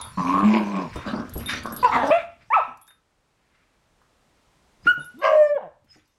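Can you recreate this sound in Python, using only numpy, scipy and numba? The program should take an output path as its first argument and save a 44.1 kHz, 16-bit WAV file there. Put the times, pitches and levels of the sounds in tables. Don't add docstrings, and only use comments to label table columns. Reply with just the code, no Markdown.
import sys
import numpy as np
from scipy import signal
from scipy.fft import rfft, irfft, next_fast_len
from scipy.io import wavfile
from scipy.ndimage import uniform_filter1d, map_coordinates
from numba import njit

SR = 44100
rng = np.random.default_rng(int(sys.argv[2]) if len(sys.argv) > 2 else 0)


def int16_out(signal):
    q = np.round(np.clip(np.atleast_2d(signal).T, -1, 1) * 32767)
    wavfile.write(sys.argv[1], SR, q.astype(np.int16))


def rack_gain(trim_db):
    fader = np.asarray(trim_db, float)
    return 10 ** (fader / 20)


N = 272538
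TOP_HZ = 16300
FULL_DB = -13


def even_out(x, span_s=0.045):
    return x / np.sqrt(np.abs(uniform_filter1d(x ** 2, int(span_s * SR))) + 1e-12)


def along(points, hz):
    f, v = np.transpose(points)
    return np.interp(np.log(hz + 1), np.log(f + 1), v)


def played(rows):
    s, *cols = np.transpose(rows)
    t = np.arange(max(round(s[0] * SR), 0), min(round(s[-1] * SR), N)) / SR
    fade = np.clip(np.minimum(t - s[0], s[-1] - t) / .002, 0, 1)
    curves = [uniform_filter1d(np.interp(t, s, c), size=130) for c in cols]
    return round(t[0] * SR), fade, curves


def wobble(n, rate):
    knots = rng.standard_normal(int(n * rate / SR) + 4)
    return map_coordinates(knots, [np.arange(n) * rate / SR])


def noise(n, spectrum):
    m = next_fast_len(n + 2048)
    colour = rack_gain(along(spectrum, np.fft.rfftfreq(m, 1 / SR)))
    x = irfft(rfft(rng.standard_normal(m)) * colour, m)[:n]
    return x / x.std()


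def mix_in(out, at, x):
    out[at:at + len(x)] += x[:len(out) - at]


def swell(peak, rise, fall, db):
    low_db = db - 30
    at, fade, (db,) = played([(peak - abs(rise), low_db), (peak, db), (peak + abs(fall), low_db)])
    return at, fade * rack_gain(db)


def swells(rows):
    out = np.zeros(N)
    for row in rows:
        mix_in(out, *swell(*row))
    return out


@njit
def resonate(x, turn, radius):
    y = np.zeros(len(x))
    for i in range(2, len(x)):
        y[i] = x[i] - x[i - 2] + 2 * radius * turn[i] * y[i - 1] - radius * radius * y[i - 2]
    return y


def formant(x, hz, width_hz):
    turn = np.cos(2 * np.pi * hz / SR) * np.ones(len(x))
    radius = np.exp(-np.pi * width_hz / SR)
    for _ in range(3):
        x = resonate(x, turn, radius)
    return even_out(x)


def throat(source, *modes):
    return sum(rack_gain(db) * formant(source, hz, width_hz) for hz, width_hz, db in modes)


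def folds(n, rate, jitter, scatter_db, air):
    cycle = np.cumsum(rate * (1 + jitter * wobble(n, 120))) / SR
    clap = np.diff(np.floor(cycle), prepend=0) * rack_gain(scatter_db * wobble(n, 150))
    puff = np.exp(-2.5 * (cycle % 1)) * rng.standard_normal(n)
    return even_out(clap, 0.24) + air * even_out(puff)


# frequency in Hz, level in dB per Hz.
HISS_COLOUR = [(15, -28), (25, 3.5), (416, -7.5), (863, -8.5), (1160, -10), (1650, -13.5), (8590, -24),
               (16000, -40)]
# start in seconds, room tone level in dB.
GAIN_DROPS = [(0, -57), (2.249, -61.5), (2.7, -65.5), (5.398, -69.5)]


def room_tone():
    creep_db_per_s = 4.5
    s, db = np.transpose(GAIN_DROPS)
    t = np.arange(N) / SR
    last = np.maximum(np.searchsorted(s, t, "right") - 1, 0)
    breathing_db = uniform_filter1d(db[last] + creep_db_per_s * (t - s[last]), size=3000)
    return rack_gain(breathing_db - 5.5 + 0.48 * wobble(N, 2.2)) * noise(N, HISS_COLOUR)


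def patchy(x, depth_db):
    z = signal.stft(x, nperseg=512)[2]
    field = uniform_filter1d(rng.standard_normal(z.shape), size=8, axis=0)
    field = uniform_filter1d(field, size=12, axis=1)
    return signal.istft(z * rack_gain(depth_db * field / field.std()), nperseg=512)[1][:len(x)]


# peak in seconds, rise in seconds, fall in seconds,
# rub level in dB, hiss in dB over the rub.
SCUFFS = [(0, 0.061, 0.19, -49.5, -11.5), (.3, 0.44, 0.93, -55, 4), (.522, 1, 1, -43.5, -12),
          (.958, 0.088, 0.14, -48, -4.5), (1.074, 0.017, 0.23, -37, -17), (1.2, 0.43, 0.09, -61.5, -14),
          (1.399, 0.17, 0.073, -43, -10), (1.508, 0.034, 0.12, -30.5, -8), (1.57, 0.18, 0.18, -38, -19.5),
          (1.681, 0.096, 1, -49, -13), (1.83, 0.099, 0.22, -44, -17.5), (1.95, 0.17, 0.17, -48.5, 0.5),
          (2.08, 0.087, 0.11, -46, 2), (2.551, 0.096, 0.25, -60.5, 4), (4.872, 0.094, 0.38, -60.5, 1),
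          (5.248, 0.045, 0.24, -42, -6), (5.926, 0.081, 0.35, -60.5, -4.5)]
# peak, rise and fall in seconds, level in dB.
FLOOR_BOOMS = [(.2, 0.88, 0.77, -57.5), (.45, 1, 0.44, -41), (.94, 0.175, 0.99, -39.5),
               (1.34, 0.052, 1, -38.5), (1.8, 0.049, 0.16, -43.5), (2.012, 0.4, 0.13, -45.5),
               (2.45, 0.88, 0.76, -71), (2.694, 0.923, 0.24, -61.5), (4.858, 0.0603, 0.28, -46.5),
               (5.4, 0.6, 1, -66.5), (5.95, 0.91, 0.23, -68)]


def scuffle():
    boom = noise(N, [(20, -14.0), (45, -12.0), (70, -2.5), (130, -4.5), (250, -17.5), (500, -90.0)])
    rub = noise(N, [(1500, -55.5), (2800, -0.5), (3500, -3.5), (4900, -1.0), (6500, -22.5), (9000, -79.0)])
    hiss = noise(N, [(3500, -58.0), (5500, 4.5), (8000, -5.5), (12000, -13.5), (16000, -22.5)])
    grains = rack_gain(2 * wobble(N, 250) + wobble(N, 40))
    rub_gain = swells((s, rise, fall, db - 9.0) for s, rise, fall, db, _ in SCUFFS)
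    hiss_gain = swells((s, rise, fall, db + over_db - 5.5) for s, rise, fall, db, over_db in SCUFFS)
    drag = patchy(rub_gain * rub + hiss_gain * hiss, depth_db=5.0)
    return swells(FLOOR_BOOMS) * boom + grains * drag


# peak in seconds, fall in seconds, level in dB, mouth resonance in Hz,
# chest level in dB.
GRUNTS = [(.005, 0.096, -38.5, 980, -16), (.045, 0.17, -42, 1020, -12), (.958, 0.3, -41, 1060, -26),
          (1.062, .1, -38.5, 1187, 5), (1.08, 0.11, -31.5, 1255, 3), (1.14, 0.12, -34.5, 960, 10.5),
          (1.175, .2, -37.5, 1185, 9.5), (1.37, 1, -54, 1115, 15.5), (1.434, 0.038, -45, 1100, -14),
          (1.533, 0.11, -41.5, 1466, 6), (1.576, .1, -51, 1200, 12.5), (1.655, 0.16, -32.5, 1160, -2),
          (1.715, .14, -39, 1185, 4), (1.783, 0.19, -48, 1161, 7)]


def grunts():
    climb = .12
    out = np.zeros(N)
    for s, fall, db, hz, chest_db in GRUNTS:
        at, gain = swell(s, .028, fall, db)
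        mouth_hz = hz * np.linspace(1 - climb / 2, 1 + climb, len(gain))
        claps = folds(len(gain), 105, jitter=0.13, scatter_db=2.0, air=1.7)
        chest, neck = (220, 150, chest_db), (560, 400, -4.5 + chest_db / 2)
        voice = throat(claps, chest, neck, (mouth_hz, 340, 0), (mouth_hz * 1.28, 260, -4))
        mix_in(out, at, gain * voice)
    return out


# peak, rise and fall in seconds, level in dB.
SNORTS_AND_RUSTLES = [(.01, 0.039, 0.42, -54.5), (.97, 0.28, 0.57, -46), (1.41, 0.021, 0.11, -47.5),
                      (1.495, 0.017, 0.08, -32), (1.53, 0.095, 0.12, -34), (1.575, 0.1, 0.058, -43),
                      (2.414, 0.033, 0.12, -58.5), (3.56, 0.45, 0.55, -70.5), (4.872, 0.029, 0.0315, -34.5),
                      (5.95, 0.16, 0.19, -64.5)]
# frequency in Hz, level in dB per Hz.
NOSE_COLOUR = [(290, -43), (500, -25.5), (831, -16.5), (1450, -4), (1910, -3.5), (2350, -3), (3300, -14.5),
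               (5620, -23.5), (9000, -41.5), (11700, -69), (19800, -120)]
# peak in seconds, fall
# in seconds, pitch in Hz, level in dB.
WHISTLES = [(4.845, .024, 4980, -53), (4.928, .012, 13750, -65.5), (4.942, 0.015, 14300, -56),
            (5.911, 0.059, 5118, -44.5)]


def nose():
    out = swells(SNORTS_AND_RUSTLES) * rack_gain(2 + 2 * wobble(N, 90)) * noise(N, NOSE_COLOUR)
    for s, fall, hz, db in WHISTLES:
        at, gain = swell(s, 0.028, fall, db)
        n = len(gain)
        flutter = rack_gain(2.3 * wobble(n, 73))
        phase = 2 * np.pi * np.cumsum(hz * (1 + 0.015 * wobble(n, 89))) / SR
        mix_in(out, at, gain * flutter * np.sin(phase))
    return out


# start in seconds, click level in dB, large tag level in dB,
# small tag level in dB, lean towards the small tag's second mode in dB.
CHINKS = [(0.013, -31, -43.5, -48, 12), (0.0468, -46, -53, -47, 3.5), (0.9595, -36, -48.5, -65.5, 10.5),
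          (1.294, -36, -84, -58, 0), (1.337, -40, -75.5, -45, -7), (1.371, -42, -81.5, -73, 0.5),
          (1.378, -38, -81, -41.5, -4), (1.4024, -53.5, -75.5, -53.5, -6), (1.4598, -41.5, -32, -38, 3),
          (1.6335, -38.5, -63, -58.5, 2), (1.6603, -32.5, -62, -64, 0), (1.723, -34.5, -64.5, -44, -5),
          (1.7637, -32, -57, -40.5, -3), (1.821, -45.5, -78, -56.5, -3), (2.7729, -47.5, -89, -74, -3),
          (2.8138, -52, -76.5, -55.5, 1), (2.868, -50, -83, -86, 2), (2.877, -47, -58, -59, 1),
          (2.908, -54.5, -79, -75, 4), (4.9977, -67.5, -58.5, -62.5, 11.5), (5.0446, -46, -68.5, -53.5, 3),
          (5.058, -58.5, -85, -74, 13), (5.1894, -55.5, -59, -63.5, -5), (5.443, -58, -81, -84, -7),
          (6.0765, -61.5, -84.5, -85.5, -6.5)]
# frequency in Hz, t60 in seconds.
TAG_MODES = [(3655, .22), (8285, .07), (9965, .2), (11520, .17), (14660, .18)]
# start in seconds, level in dB.
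COLLAR_RING = [(.0134, -47), (1.4598, -53), (2.8137, -67.5)]


def tags():
    first_mode_db, waver_rad = -9, .9
    ring_hz, ring_t60_s = 3350, .25
    out, t = np.zeros(N), np.arange(SR // 3) / SR
    n = len(t)
    click_colour = [(2500, -27.5), (5000, 1.5), (7000, 4.5), (12000, -10), (16000, -9.5)]
    for s, click_db, large_db, small_db, lean_db in CHINKS:
        away_db = small_db - lean_db
        mode_db = [large_db, away_db + first_mode_db, small_db + lean_db, away_db, away_db - 13.5]
        swing = rack_gain(2.2 * wobble(n, 60))
        ring = np.zeros(n)
        for (hz, t60), db in zip(TAG_MODES, mode_db):
            waver = waver_rad * (hz > 5000) * wobble(n, 89)
            ring += rack_gain(db + 3.0 - 60 * t / t60) * np.sin(2 * np.pi * hz * t + waver)
        click = rack_gain(click_db - 60 * t / 0.016) * (1 - np.exp(-t / 0.0014)) * noise(n, click_colour)
        mix_in(out, round(s * SR), swing * ring + click)
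    for s, db in COLLAR_RING:
        decay = rack_gain(db - 60 * t / ring_t60_s + 2 * wobble(n, 60))
        mix_in(out, round(s * SR), decay * np.sin(2 * np.pi * ring_hz * t))
    return out


# start in seconds, level in dB, sag in dB until the next,
# second over third partial in dB, strain in dB.
GROWL_SURGES = [(.172, -32.5, -4, 6.5, -18), (0.213, -35, -1, -3.5, -14.5), (0.263, -30, 2.5, -6, -9),
                (0.339, -26.5, 2, -1, -16), (0.428, -22.5, 1.5, 3.5, -27), (.438, -28, 1, 12, -9),
                (0.532, -22, 5, 5, -6.5), (0.584, -28.5, 2, 5.5, -14), (0.641, -35, 1.5, 6, -13.5),
                (0.714, -36.5, -6, 6, -9.5), (0.788, -30, 14, 1, -14)]


def surges():
    ends = [row[0] for row in GROWL_SURGES[1:]] + [0.883]
    first = GROWL_SURGES[0]
    rows = [(first[0], first[1] - 18, *first[3:])]
    for (s, db, sag_db, lean_db, strain_db), end in zip(GROWL_SURGES, ends):
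        rows.append((s + 0.0026, db, lean_db, strain_db))
        rows.append((end, db - sag_db, lean_db, strain_db))
    return played(rows)


# time in seconds, resonance in Hz, opening in dB, unevenness from 0 to 1.
GROWL_JAW = [(.17, 1034, 4, 0.1), (.23, 1060, 5, 0.01), (.3, 1030, 8.5, 0.01), (.33, 1060, 6, .07),
             (.4, 1122, 6.5, 0.04), (.47, 1060, -9.5, 0.06), (.56, 984, -1.5, .05),
             (.66, 969.6, -7.5, 0.01), (.76, 1098, 0.5, 0.02), (.88, 925, -3.5, .07)]
# time in seconds, clap rate in Hz.
GROWL_RATE = [(0.169, 97.1), (0.189, 92.7), (.26, 86.9), (0.391, 96.72), (0.484, 105.8), (0.541, 110.1),
              (0.707, 99.76), (0.792, 95.95), (0.874, 79.4)]


def long_growl():
    at, fade, (db, lean_db, strain_db) = surges()
    n, out = len(fade), np.zeros(N)
    hz = np.interp((at + np.arange(n)) / SR, *np.transpose(GROWL_RATE))
    phase = 2 * np.pi * np.cumsum(hz * (1 + 0.018 * wobble(n, 60))) / SR
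    second = rack_gain(db + lean_db + 0.46 + 1.5 * wobble(n, 70)) * np.sin(2 * phase)
    third = rack_gain(db - lean_db + 0.46 + 2.5 * wobble(n, 90)) * np.sin(3 * phase)
    jaw_hz, open_db, uneven = (np.resize(c, n) for c in played(GROWL_JAW)[2])
    claps = folds(n, hz, jitter=uneven, scatter_db=3, air=6 * uneven)
    loose = folds(n, hz, jitter=.06, scatter_db=3.5, air=.9)
    breathy = folds(n, hz, jitter=.16, scatter_db=3.5, air=3.5)
    closing = np.linspace(0, 1, n)
    neck = throat(loose, (360, 200, db - 13 + 8 * closing), (620, 170, db - 13.0 + 9 * closing),
                  (830, 240, db - 10.0 + 3 * closing))
    mouth = throat(claps, (jaw_hz, 200, db + open_db))
    upper_db = db + strain_db
    rasp_air = throat(breathy, (2300, 900, upper_db), (1550, 700, db - 14.5), (3700, 1400, upper_db - 14.0))
    mix_in(out, at, fade * (np.sqrt(2) * (second + third) + neck + mouth + rasp_air))
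    return out


# start in seconds, peak level in dB, pitch in Hz.
PAW_THUMPS = [(0.956, -27.5, 72.5), (1.355, -27, 66.4), (1.384, -39, 70.5), (1.778, -32, 213),
              (1.951, -23, 245.5), (2.679, -47, 251), (4.857, -31, 324), (4.977, -38, 147.6),
              (5.957, -51.5, 306.4)]


def thumps():
    out, t = np.zeros(N), np.arange(SR // 5) / SR
    puff_colour = [(60, -8.0), (300, 1.5), (900, -12.0), (3000, -44.5)]
    for s, db, hz in PAW_THUMPS:
        puff = 0.7 * noise(len(t), puff_colour) * rack_gain(-60 * t / 0.18)
        swing = rack_gain(-60 * t / 0.2) * np.sin(2 * np.pi * hz * t)
        mix_in(out, round(s * SR), rack_gain(db) * (1 - np.exp(-t / 0.0013)) * (swing + puff))
    return out


def partials(hz, level_db, brighter, mouth_hz, width_hz, upper_hz, upper_db):
    f = hz * np.arange(1, 5)[:, None]
    leak = rack_gain(-58)
    upper = rack_gain(upper_db) / (1 + ((f - upper_hz) / 450) ** 2) + leak
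    lower = 1 / (1 + ((f - mouth_hz) / width_hz) ** 4)
    gain = lower + upper * rack_gain(brighter * (level_db - FULL_DB))
    return level_db + 20 * np.log10(gain / np.linalg.norm(gain, axis=0))


# time in seconds, pitch in Hz, level in dB, roughness from 0 to 1.
BARKS = [
    [(1.827, 480, -25.5, 0), (1.833, 501, -14.5, 0.08), (1.842, 507, -27, 0.24), (1.847, 500, -8.5, 0.1),
     (1.854, 492, -13, 0.14), (1.867, 464, -16, 0.05), (1.874, 442, -24, 0.1), (1.905, 390, -30.5, 0.4)],
    [(2.028, 274, -34, 0.38), (2.038, 279.3, -20.5, 0.16), (2.07, 276.7, -31, 0.3),
     (2.105, 292.6, -19.5, 0.2)],
    [(5.14, 213.5, -49, 0), (5.194, 332.6, -44, 0.31), (5.225, 414.8, -45, 0.4)],
    [(5.29, 628.2, -26, 0.07), (5.365, 614.6, -16, 0.03), (5.425, 602, -12, 0.03), (5.47, 592, -14.5, 0),
     (5.5, 586.6, -17, 0), (5.535, 579.2, -26.5, 0), (5.572, 542.6, -23, 0), (5.595, 315.3, -40.5, 0.17),
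     (5.615, 230, -30.5, 0.24)],
    [(5.605, 258.6, -54, 0.2), (5.63, 200, -48.5, 0.31), (5.66, 169, -47, 0.08), (5.69, 138, -53, 0.3)],
]
# time in seconds, pitch in Hz, level in dB, roughness from 0 to 1.
YIPS = [
    [(2.102, 539, -21.5, 0.2), (2.114, 592, -10.5, 0.07), (2.13, 665, -15, 0.01), (2.15, 674.7, -14, 0),
     (2.17, 685.4, -16.5, 0.05), (2.19, 682, -26.5, 0.14), (2.2, 660, -32.5, 0.2), (2.21, 637, -43, 0.2)],
    [(2.502, 863, -31.5, 0), (2.508, 876, -23, 0.05), (2.521, 941, -21.5, 0.1), (2.539, 1109, -15.5, 0.26),
     (2.544, 1343, -15, 0.19), (2.557, 1305, -17.5, 0.12), (2.567, 891, -16.5, 0.08),
     (2.594, 632, -13.5, 0.09), (2.612, 410, -24, 0.44)],
    [(4.867, 1386, -23, 0), (4.873, 1403, -12, 0.02), (4.885, 1444, -13, .04), (4.9, 1459, -12, 0.06),
     (4.917, 1472, -15, 0.03), (4.935, 1444, -30.5, 0.14)],
]
# mouth resonance in Hz, its width in Hz,
# upper resonance in Hz, upper level in dB.
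CALL_MOUTHS = [(950, 307, 2200, -16), (283.4, 300, 650, -8.5), (270, 42.5, 1200, -10.5),
               (698.7, 96.6, 1910, -26.5), (200, 72, 970, 8), (637.7, 418, 2450, -14),
               (1060, 329, 2280, -7.5), (1450, 190, 2900, -19)]
# dB the top gains per dB of effort, dB lost from partial
# to partial past the second, high partials in dB, share of claps skipped while the pitch climbs.
CALL_VOICES = [(0.15, 2, 12.5, .12), (-1.5, 0.5, 1.5, 0.11), (0.5, 3, -9, .12), (0.14, 5, -2, 0.17),
               (0, -5, 0, .12), (1.1, 1, 8, .12), (0, 18, 7.5, 0.75), (4, 4, 10, .12)]
# frequency in Hz, dB relative to the call's level.
HIGH_PARTIALS = [(3600, -63), (5200, -52.5), (6200, -64.5), (7300, -52.5), (12000, -73)]


def barks_and_yips():
    slope_db = -11
    out = np.zeros(N)
    for rows, mouth, (brighter, loss_db, high_db, skipped) in zip(BARKS + YIPS, CALL_MOUTHS, CALL_VOICES):
        at, fade, (hz, level_db, rough) = played(rows)
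        n = len(hz)
        phase = 2 * np.pi * np.cumsum(hz * (1 + (.0015 + .12 * rough) * wobble(n, 150))) / SR
        glide = np.gradient(hz)
        strain_db = np.clip(np.abs(np.gradient(np.log(hz))) * SR * 2.5, 0, 25)
        falling_db = uniform_filter1d(strain_db * (glide < 0), size=260)
        db = list(partials(hz, level_db, brighter, *mouth))
        db[1] = db[1] - .5 * falling_db * np.clip(hz / 150 - 3.4, 0, 1)
        for k in (3, 4):
            db[k - 1] = db[k - 1] - falling_db * np.clip(k * hz / 400 - 3.8, 0, 1) - loss_db * (k - 2)
        effort_db = np.minimum(brighter * (level_db - FULL_DB), 12)
        for k in range(5, 19):
            thinning_db = db[3] + slope_db * np.log2(k - 3)
            past_db = level_db + high_db + effort_db + along(HIGH_PARTIALS, k * hz) - strain_db
            db.append(np.where(k * hz < 3550, thinning_db, past_db) + 4.4 * wobble(n, 40))
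        climbing = uniform_filter1d(1. * (glide > 0), size=200)
        smear = 1 + rough * (wobble(n, 380) + skipped * climbing * np.sin(phase / 2))
        tone = sum(rack_gain(d) * np.sin(k * phase + k - 1) * (k * hz < TOP_HZ) for k, d in enumerate(db, 1))
        mix_in(out, at, np.sqrt(2) * fade * smear * tone)
    return out


# peak in seconds, fall in seconds, resonance in Hz, level in dB.
HOARSE_PUFFS = [(1.846, 0.044, 2520, -25), (2.114, 0.128, 2414, -24), (2.185, 0.085, 2237, -28),
                (2.547, 0.2, 2441, -29), (2.581, 0.095, 1506, -33.5), (5.567, 0.15, 2790, -58),
                (5.575, 0.2, 1510, -52)]


def hoarse_air():
    out = np.zeros(N)
    for s, fall, hz, db in HOARSE_PUFFS:
        at, gain = swell(s, 0.014, fall, db)
        air = folds(len(gain), 600, jitter=0.073, scatter_db=-0.5, air=6.0)
        mix_in(out, at, gain * throat(air, (hz * 1.05, 380, -5), (hz * .7, 700, -9), (3600, 900, -21)))
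    return out


# time in seconds, mouth resonance in Hz, effort in dB.
SNARL_PATH = [(1.87, 873, -30.5), (1.91, 875, -38), (1.922, 1019, -23), (1.961, 946, -17),
              (1.978, 787, -22.5), (2.03, 841, -24), (2.042, 654, -25), (2.1, 620, -31), (2.11, 640, -27)]


def snarl():
    out = np.zeros(N)
    at, fade, (hz, db) = played(SNARL_PATH)
    claps = folds(len(hz), np.linspace(250, 215, len(hz)), jitter=.045, scatter_db=2, air=.6)
    mouth, upper = (hz, 520, db), (np.maximum(2.1 * hz, 1500), 350, db - 9.5)
    teeth, chest = [(2750, 700, db - 23.0), (3500, 900, db - 23.5)], (280, 250, db - 16.0)
    mix_in(out, at, fade * throat(claps, mouth, upper, *teeth, chest))
    return out


# start in seconds, peak level in dB, pitch in Hz.
SMACKS_AND_PUFFS = [(2.8798, -52, 1600), (2.9058, -48.5, 1650), (4.0164, -54, 1307), (4.915, -53.5, 7350),
                    (5.27, -49.5, 240), (5.315, -45.5, 235), (5.357, -47.5, 241.7), (5.412, -47, 260.7),
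                    (5.443, -49.5, 259.6), (5.512, -50.5, 240), (5.548, -50.5, 217), (5.845, -56.5, 301)]


def smacks():
    out, t = np.zeros(N), np.arange(SR // 5) / SR
    for s, db, hz in SMACKS_AND_PUFFS:
        colour = [(hz * 0.069, -40), (hz * 0.67, -5), (hz, 0), (hz * 1.3, -8), (hz * 3, -35)]
        mix_in(out, round(s * SR), rack_gain(db - 3.0 - 60 * t / 0.071) * noise(len(t), colour))
    return out


# time in seconds, level in dB.
RASP_EFFORT = [(5.212, -50.5), (5.228, -32), (5.25, -19.5), (5.297, -20.5), (5.361, -21.5), (5.385, -35)]
# level at
# the start in dB, extra sag in dB per second.
RASP_THROAT = [(1, 8), (3.5, 93.5), (2.5, 152.5), (-8.5, 152.5)]


def rasp():
    out = np.zeros(N)
    at, fade, (effort_db,) = played(RASP_EFFORT)
    n = len(fade)
    t = np.arange(n) / SR
    db = [effort_db + start_db - sag * t for start_db, sag in RASP_THROAT]
    slow = folds(n, 107, jitter=.03, scatter_db=1.5, air=.3)
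    fast = folds(n, 542, jitter=.025, scatter_db=3, air=.2)
    breathy = folds(n, 107, jitter=0.032, scatter_db=11.0, air=9.6)
    voice = throat(slow + .6 * fast, (600, 180, db[0]), (1090, 170, db[1]), (1610, 150, db[2] - 3))
    air = throat(breathy, (2050, 450, db[2] - 7.5), (2800, 600, db[3]), (4800, 1500, db[3] - 14.5))
    mix_in(out, at, fade * voice)
    mix_in(out, at, fade * air)
    return out


# frequency in Hz, t60 in seconds.
ROOM_DECAY = [(150, 0.21), (700, 0.37), (2000, 0.4), (3400, .38), (6000, 0.046), (14000, 0.039)]
# frequency in Hz, level in dB.
ROOM_COLOUR = [(250, -10.5), (480, 1), (600, -1.5), (690, -11), (900, 2), (1600, -3), (3000, -1.5)]
# frequency in Hz, level in dB, t60 in seconds.
ROOM_NOTES = [(562, 2, .4), (592, 3, .42), (1290, 5, .45), (1320, 9, .5), (1630, 8, .45), (1740, 7, .45),
              (2640, 7, .4)]


def room(x):
    hz, t, z = signal.stft(rng.standard_normal(SR // 2), SR, nperseg=256)
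    decay_db = -60 * t / along(ROOM_DECAY, hz)[:, None]
    tail = signal.istft(z * rack_gain(decay_db + along(ROOM_COLOUR, hz)[:, None]), SR, nperseg=256)[1]
    s = np.arange(len(tail)) / SR
    notes = np.zeros(len(tail))
    for note_hz, db, t60 in ROOM_NOTES:
        unit_gain = 2 * np.log(1000) / (t60 * SR)
        notes += rack_gain(db - 60 * s / t60) * np.sin(2 * np.pi * note_hz * s) * unit_gain
    delayed = np.pad(x, (300, 0))
    return signal.fftconvolve(delayed, tail / np.linalg.norm(tail) + notes)[:N]


def scene():
    voices = grunts() + nose() + long_growl() + barks_and_yips() + hoarse_air() + snarl() + rasp()
    small = tags() + thumps() + smacks()
    reverb = room(rack_gain(-13) * voices + rack_gain(-12) * small)
    return (voices + small + scuffle() + reverb + room_tone())[None]


def low_pass(x):
    return signal.sosfilt(signal.butter(12, 16480, fs=SR, output="sos"), x)


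def record(dry):
    kept = irfft(rfft(dry) * (np.fft.rfftfreq(N, 1 / SR) < TOP_HZ), N)
    return low_pass(kept)


dry = scene()
out = record(dry)
int16_out(out)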